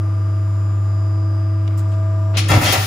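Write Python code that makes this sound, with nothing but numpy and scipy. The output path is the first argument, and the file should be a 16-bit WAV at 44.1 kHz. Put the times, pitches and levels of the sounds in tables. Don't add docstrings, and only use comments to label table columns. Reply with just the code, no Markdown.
import sys
import numpy as np
from scipy import signal
from scipy.fft import rfft, irfft
from scipy.io import wavfile
from scipy.ndimage import uniform_filter1d

SR = 44100
rng = np.random.default_rng(int(sys.argv[2]) if len(sys.argv) > 2 else 0)


def int16_out(signal):
    q = np.round(np.clip(np.atleast_2d(signal).T, -1, 1) * 32767)
    wavfile.write(sys.argv[1], SR, q.astype(np.int16))


def voltage_ratio(level):
    return 10 ** (np.asarray(level, float) / 20)


N = 126126
T = np.arange(N) / SR
HZ = np.maximum(np.arange(N // 2 + 1) * SR / N, 1)
SIDE = np.array([[1], [-1]])
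MAINS_HUM_HZ, SHAFT_HZ, TEETH = 100.0, 24.95, 13


def level(x, db):
    return x * voltage_ratio(db) / np.sqrt(np.mean(x ** 2))


def over_time(table, col=1):
    rows = np.array(table, float)
    return np.interp(T, rows[:, 0], rows[:, col])


def over_pitch(table, col=1):
    rows = np.array(table, float)
    return np.interp(np.log(HZ), np.log(rows[:, 0]), rows[:, col])


def peaks(table):
    return [(db, 1 / (1 + ((HZ - hz) / (width / 2)) ** 2)) for hz, width, db in table]


def walk(rate_hz):
    k = int(SR / rate_hz)
    steps = np.repeat(rng.standard_normal(N // k + 1), k)
    return uniform_filter1d(uniform_filter1d(steps, k), k)[:N]


# (frequency [Hz], likeness [0-1], left minus right [dB])
PORTS = [(148, 0.88, -0.5), (400, 0.76, 0), (900, 0.46, 1.5), (1560, 0, 0.5), (2330, 0.38, 2),
         (4200, 0.3, 7), (5750, 0.5, 9.5), (7460, 0.4, 3.5)]


def pair(gain, grit_db=0):
    grit = grit_db * rng.exponential(size=N // 40 + 1).repeat(40)[:N]
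    a, b = rfft(rng.standard_normal((2, N)) * voltage_ratio(grit)) * gain
    like = np.clip(over_pitch(PORTS), 1.0 * (HZ < 150), 1)
    both = np.sqrt(1 + like) * a + SIDE * np.sqrt(1 - like) * b
    return level(irfft(both * voltage_ratio(SIDE * over_pitch(PORTS, 2) / 2), N), 0)


def tones(rows, hz, base_hz=0, gain_db=lambda k: 0):
    turn, out = 2 * np.pi * np.cumsum(hz) / SR, 0
    for k, left, right in rows:
        pitch = base_hz or k * hz[0]
        apart = np.array([[0], [1]]) * rng.standard_normal() * min(pitch / 1500, 1)
        lag = rng.uniform(0, 2 * np.pi) + apart
        fading_db = 3.5 * np.clip(pitch / 2000 - 1, 0, 1) * walk(2.5)
        db = np.array([[left], [right]]) + 1.4 * walk(7.06) + fading_db + gain_db(k)
        out = out + np.sqrt(2) * voltage_ratio(db) * np.sin(round(k) * turn + 2 * np.pi * base_hz * T + lag)
    return out


# (time [s], level [dB])
HUM_LEVEL = [(0, -15.5), (.6, -15), (1.05, -14.5), (1.4, -15), (2.5, -14.5), (2.53, -13.5), (2.575, -5.5),
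             (2.605, -23), (2.64, -19), (2.675, -18), (2.71, -16.5), (2.76, -34.5), (2.785, -13.5),
             (2.86, -21.5)]
# (multiple of hum [1], left [dB], right [dB])
HUM = [(3, -58, -46.5), (4, -67.5, -55), (5, -52, -66.5), (10, -56, -56.5), (13, -51.5, -61),
       (14, -54, -59), (15, -59, -58.5)]


def mains_hum():
    hum_db = over_time(HUM_LEVEL) + 0.3 * SIDE
    hum = np.sqrt(2) * voltage_ratio(hum_db) * np.cos(2 * np.pi * MAINS_HUM_HZ * T + 2.76)
    return hum + tones(HUM, MAINS_HUM_HZ + 0 * T)


# (multiple of shaft [1], left [dB], right [dB])
SHAFT = [(2, -55, -57.5), (6, -54, -56.5), (2.98, -54.5, -50), (4.64, -54, -62.5), (6.856, -45.5, -41),
         (8.81, -63, -58.5), (19.17, -70.5, -59), (22.95, -60, -68), (25.02, -68, -60),
         (39.83, -55.5, -62.5), (43.95, -55, -54.5), (47.44, -43.5, -69), (48, -42.5, -46),
         (49.45, -60.5, -65.5)]


def shaft_tones(shaft_hz):
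    return tones(SHAFT, shaft_hz)


# (multiple of tooth rate [1], left [dB], right [dB])
PUMP = [(1, -42, -37), (2.005, -43.5, -49), (3.01, -55, -63), (5.027, -53.5, -69), (8.04, -67.5, -78.5),
        (8.98, -69, -83), (9.96, -82.5, -76.5), (12.22, -74, -81), (15.27, -70.5, -86), (16.16, -66, -87.5),
        (17, -69, -86.5), (18, -67, -84.5), (19, -72.5, -76), (20.93, -65.5, -80.5), (22.2, -65, -75.5),
        (23, -74.5, -85.5), (23.8, -68.5, -84.5), (25.3, -74, -73), (26.2, -78, -84.5),
        (27.77, -79.5, -76.5), (28.6, -72, -79.5), (31, -72.5, -72), (33, -93.5, -98),
        (33.87, -75.5, -78.5), (35.2, -88, -90.5), (46, -93, -94)]
# (time [s], tooth tone [dB], overtones [dB])
PRESSURE = [(0, 2.5, 3.5), (.9, -1.5, 2), (1.05, 3.5, 5), (1.8, 5, 4.5), (1.92, 3, 10.5),
            (2.36, -0.5, 13.5), (2.42, 7, -3), (2.86, -5.5, -4.5)]
SURGE = [(16, -.3), (17, 0.81), (18, 0.54), (19, -0.3), (21, -0.89), (22, .2), (23, 0.99), (31, -0.081)]


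def pump_whine(shaft_hz):
    shares = {round(multiple): share for multiple, share in SURGE}

    def pressure_db(k):
        share = 1 if k < 4 else shares.get(round(k), 0.3)
        return share * over_time(PRESSURE, 1 if k == 1 else 2)

    return tones(PUMP, TEETH * shaft_hz, gain_db=pressure_db)


# (offset in mains multiples [1], left [dB], right [dB])
SWITCH = [(-4, -72, -81.5), (-2, -71.5, -89.5), (0, -61, -65.5), (1, -74, -77.5), (2, -65.5, -98),
          (4, -74, -91)]
# (time [s], level [dB])
DUTY = [(0, -1), (.45, 0.5), (.7, 4.5), (.78, -4), (.9, 4.5), (1.5, 4.5), (2.3, 0), (2.86, 2)]


def drive_whistle():
    mains_hz = MAINS_HUM_HZ / 2 + 0 * T
    return tones(SWITCH, mains_hz, base_hz=4933.3, gain_db=lambda k: over_time(DUTY))


def motor():
    shaft_hz = SHAFT_HZ * (1 + 0.000404 * walk(1.91))
    return mains_hum() + shaft_tones(shaft_hz) + pump_whine(shaft_hz) + drive_whistle()


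# (frequency [Hz], density [dB per Hz])
SHOP = [(30, -7), (90, 1.5), (300, 1), (1250, -2.5), (1900, -9), (4500, -25), (10500, -30), (15500, -33)]


def shop():
    octave = np.log2(HZ / 40)
    noise = rfft(pair(voltage_ratio(over_pitch(SHOP))))
    out = 0
    for k in range(10):
        band = irfft(noise * np.clip(1 - abs(octave - k), 0, 1), N)
        out = out + voltage_ratio(1.2 * walk(16)) * band
    return level(out, -40)


def bursts(rows, gain, pivot_hz, t60):
    lean = np.log2(np.maximum(HZ, 60) / pivot_hz) + 6 * np.log2(np.maximum(HZ / 10500, 1))
    out = 0
    for start, attack, hold, db, tilt_db in rows:
        fade = np.maximum(T - start - attack - hold, 0) / (t60 * (0.37 + min(hold / 0.061, 0.7)))
        rise = np.clip((T - start) / max(attack, 1e-4), 0, 1) ** 0.77
        colour = gain * voltage_ratio(np.minimum(tilt_db * lean, 9))
        out = out + voltage_ratio(db) * rise * voltage_ratio(-60 * fade) * pair(colour, grit_db=0.5)
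    return out


# (frequency [Hz], width [Hz], level [dB])
FRAME = [(158, 25, -27.5), (239, 9.1, -26), (313, 39, -22.5), (510, 46, -29), (600, 41, -25),
         (740, 60, -25), (937, 29, -29), (1190, 48, -30.5), (1345, 68, -28), (1742, 43, -35),
         (2050, 260, -33), (2520, 76, -33), (2776, 19, -36)]


def frame_rings():
    return sum(10 ** (db / 10) * hump for db, hump in peaks(FRAME))


# (frequency [Hz], density [dB])
AIR = [(900, -22), (1750, -12.5), (2830, -5), (5300, -7), (7000, -11), (10000, -11), (13300, -18.5),
       (15000, -11)]


def air_colour():
    return voltage_ratio(over_pitch(AIR)) * (1 + 12 * np.sqrt(frame_rings())) / np.sqrt(1 + (1000 / HZ) ** 4)


# (frequency [Hz], width [Hz], level [dB])
NOZZLE = [(7800, 1100, 13.5), (14200, 1400, -10)]
# (time [s], attack [s], hold [s], level [dB], tilt [dB per octave])
TICKS = [
    (1.676, 0.00042, 0.0025, -36.5, -7.5),
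    (1.775, 0.001, 0.019, -37.5, 3),
    (1.86, 0.033, 0.045, -55, 0),
    (1.915, 0.0032, 0.024, -48.5, -8.5),
]


def valve_ticks():
    nozzle = 1 + sum(voltage_ratio(db) * hump for db, hump in peaks(NOZZLE))
    tick = bursts(TICKS[:1], air_colour(), 5000, t60=0.08)
    return tick + bursts(TICKS[1:], air_colour() * nozzle, 5000, t60=0.15)


# (frequency [Hz], density [dB])
STEEL = [(18, -35), (42, -10.5), (100, 8), (200, -3.5), (700, -16.5), (1400, -9), (4000, -34), (8800, -59)]
# (time [s], attack [s], hold [s], level [dB], tilt [dB per octave])
BLOWS = [
    (2.33, 0.022, 0.03, -29, 0),
    (2.368, 0.0058, 0.033, -28, -4),
    (2.44, 0.0083, 0.029, -29.5, -6.5),
    (2.488, 0.02, 0.042, -12.5, -0.5),
    (2.56, 0.0051, 0.012, -12.5, -3.5),
    (2.61, 0.005, 0.055, -18.5, 2),
    (2.67, 0.0098, 0.017, -17.5, -1),
    (2.724, 0.0013, 0.033, -17, 2.5),
    (2.8, 0.019, 0.021, -34, 4.5),
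]


def frame_blows():
    power = voltage_ratio(2 * over_pitch(STEEL) - 23.5) + 30 * frame_rings()
    steel = np.sqrt(power) / (1 + (HZ / 5000) ** 4)
    return bursts(BLOWS, steel, 630, t60=0.2)


# (time [s], attack [s], hold [s], level [dB], tilt [dB per octave])
VENTS = [
    (2.338, 0.019, 0.013, -32.5, -17),
    (2.368, 0.005, 0.019, -16.5, -2),
    (2.5, 0.038, .34, -27.5, 3.5),
    (2.483, 0.0032, .02, -22.5, 14),
    (2.495, 0.011, 0.052, -22, -1.5),
    (2.612, 0.0041, 0.028, -21, 4.5),
    (2.62, 0.037, 0.082, -18, -1),
    (2.723, 0.0017, 0.01, -11.5, 3.5),
    (2.75, 0.029, .1, -25.5, 0.5),
]


def air_vents():
    return bursts(VENTS, air_colour(), 5000, t60=0.15)


# (frequency [Hz], level [dB], t60 [s])
PLATE = [(480, -9.5, 0.1), (589.8, -5.5, 0.11), (710, -2, 0.15), (763, 1.5, 0.17), (975, -5, .25),
         (1130, -3.5, 0.12), (1345, -5.5, 0.068), (1794, -3, .2), (2040, -9.5, 0.26), (2310, -10, 0.34),
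         (2710, -11, 0.22), (3346, -14.5, 0.23), (3680, -16.5, 0.082)]
# (time [s], level [dB], tilt [dB per octave])
KNOCKS = [(2.372, -18.5, -5.5), (2.488, -12.5, 11), (2.493, -13, 2.5), (2.501, -13, 7), (2.512, -6.5, -3),
          (2.517, 1, 2.5), (2.535, -15, -8.5), (2.565, -12, -6), (2.575, -9.5, -9), (2.617, -14.5, 4),
          (2.666, -9.5, 13.5), (2.687, -10, 5), (2.726, -5, -2), (2.733, -17, -2), (2.74, -5, -1.5),
          (2.756, -12.5, -3)]


def knocks():
    t, out = T[:SR // 3], np.zeros((2, N + SR))
    hz, db, t60 = np.array(PLATE, float).T[:, :, None]
    crack_band = signal.butter(2, [900, 7000], "bandpass", fs=SR, output="sos")
    for start, hit_db, tilt_db in KNOCKS:
        mix, detune, pan, lag = rng.standard_normal((4, len(PLATE), 1))
        size = voltage_ratio(db + 3 * mix + tilt_db * np.log2(hz / 1200) - 60 * t / t60)
        phase = 2 * np.pi * hz * (1 + 0.013 * detune) * t
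        ring = [np.sum(size * voltage_ratio(s * (2.5 + 0.89 * pan)) * np.sin(phase + s * 0.35 * lag), axis=0)
                for s in (1, -1)]
        crack = voltage_ratio(10 - 60 * t / 0.013) * signal.sosfilt(crack_band, rng.standard_normal(len(t)))
        hit = np.array(ring) * np.minimum(t / 0.00043, 1) + crack * voltage_ratio(2 * SIDE)
        k = int(start * SR)
        out[:, k:k + len(t)] += voltage_ratio(hit_db - 18) * hit
    return out[:, :N]


def hall(x):
    t = T[:SR // 2]
    cloud = rng.standard_normal((3, len(t))) * voltage_ratio(-60 * t / 0.65) * (t > 0.008)
    low = signal.sosfiltfilt(signal.butter(2, 350, fs=SR, output="sos"), cloud)
    dull = signal.butter(1, 6000, fs=SR, output="sos")
    tail = signal.sosfilt(dull, cloud[:2] - low[:2] + low[2])
    tail = tail / np.sqrt(np.sum(tail[0] ** 2))
    return voltage_ratio(-8.5) * signal.fftconvolve(x, tail, axes=1)[:, :N]


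def scene():
    steady = motor() + shop()
    ticks = valve_ticks()
    action = frame_blows() + air_vents() + knocks()
    return steady + ticks + action + hall(action + voltage_ratio(-5) * ticks)


# (frequency [Hz], lead [turns])
LEAD = [(6650, -1), (8400, -.5), (10150, 0), (12000, .5), (14000, 1), (15900, 1.5)]


def phone_ports(dry):
    left, right = rfft(np.tanh(0.54 * dry) / 0.67) / (1 + (HZ / 15850) ** 80)
    share = np.clip((HZ - 7300) / 2000 + 0.5, 0, 0.97)
    same = left * voltage_ratio(-2 * share)
    early = same * np.exp(2j * np.pi * over_pitch(LEAD))
    return irfft(np.array([same, np.sqrt(1 - share ** 2) * right + share * early]), N)


def roll_off(x):
    return signal.sosfilt(signal.butter(12, 15950, fs=SR, output="sos"), x)


def record(dry):
    mix = phone_ports(dry)
    return roll_off(mix)


dry = scene()
out = record(dry)
int16_out(out)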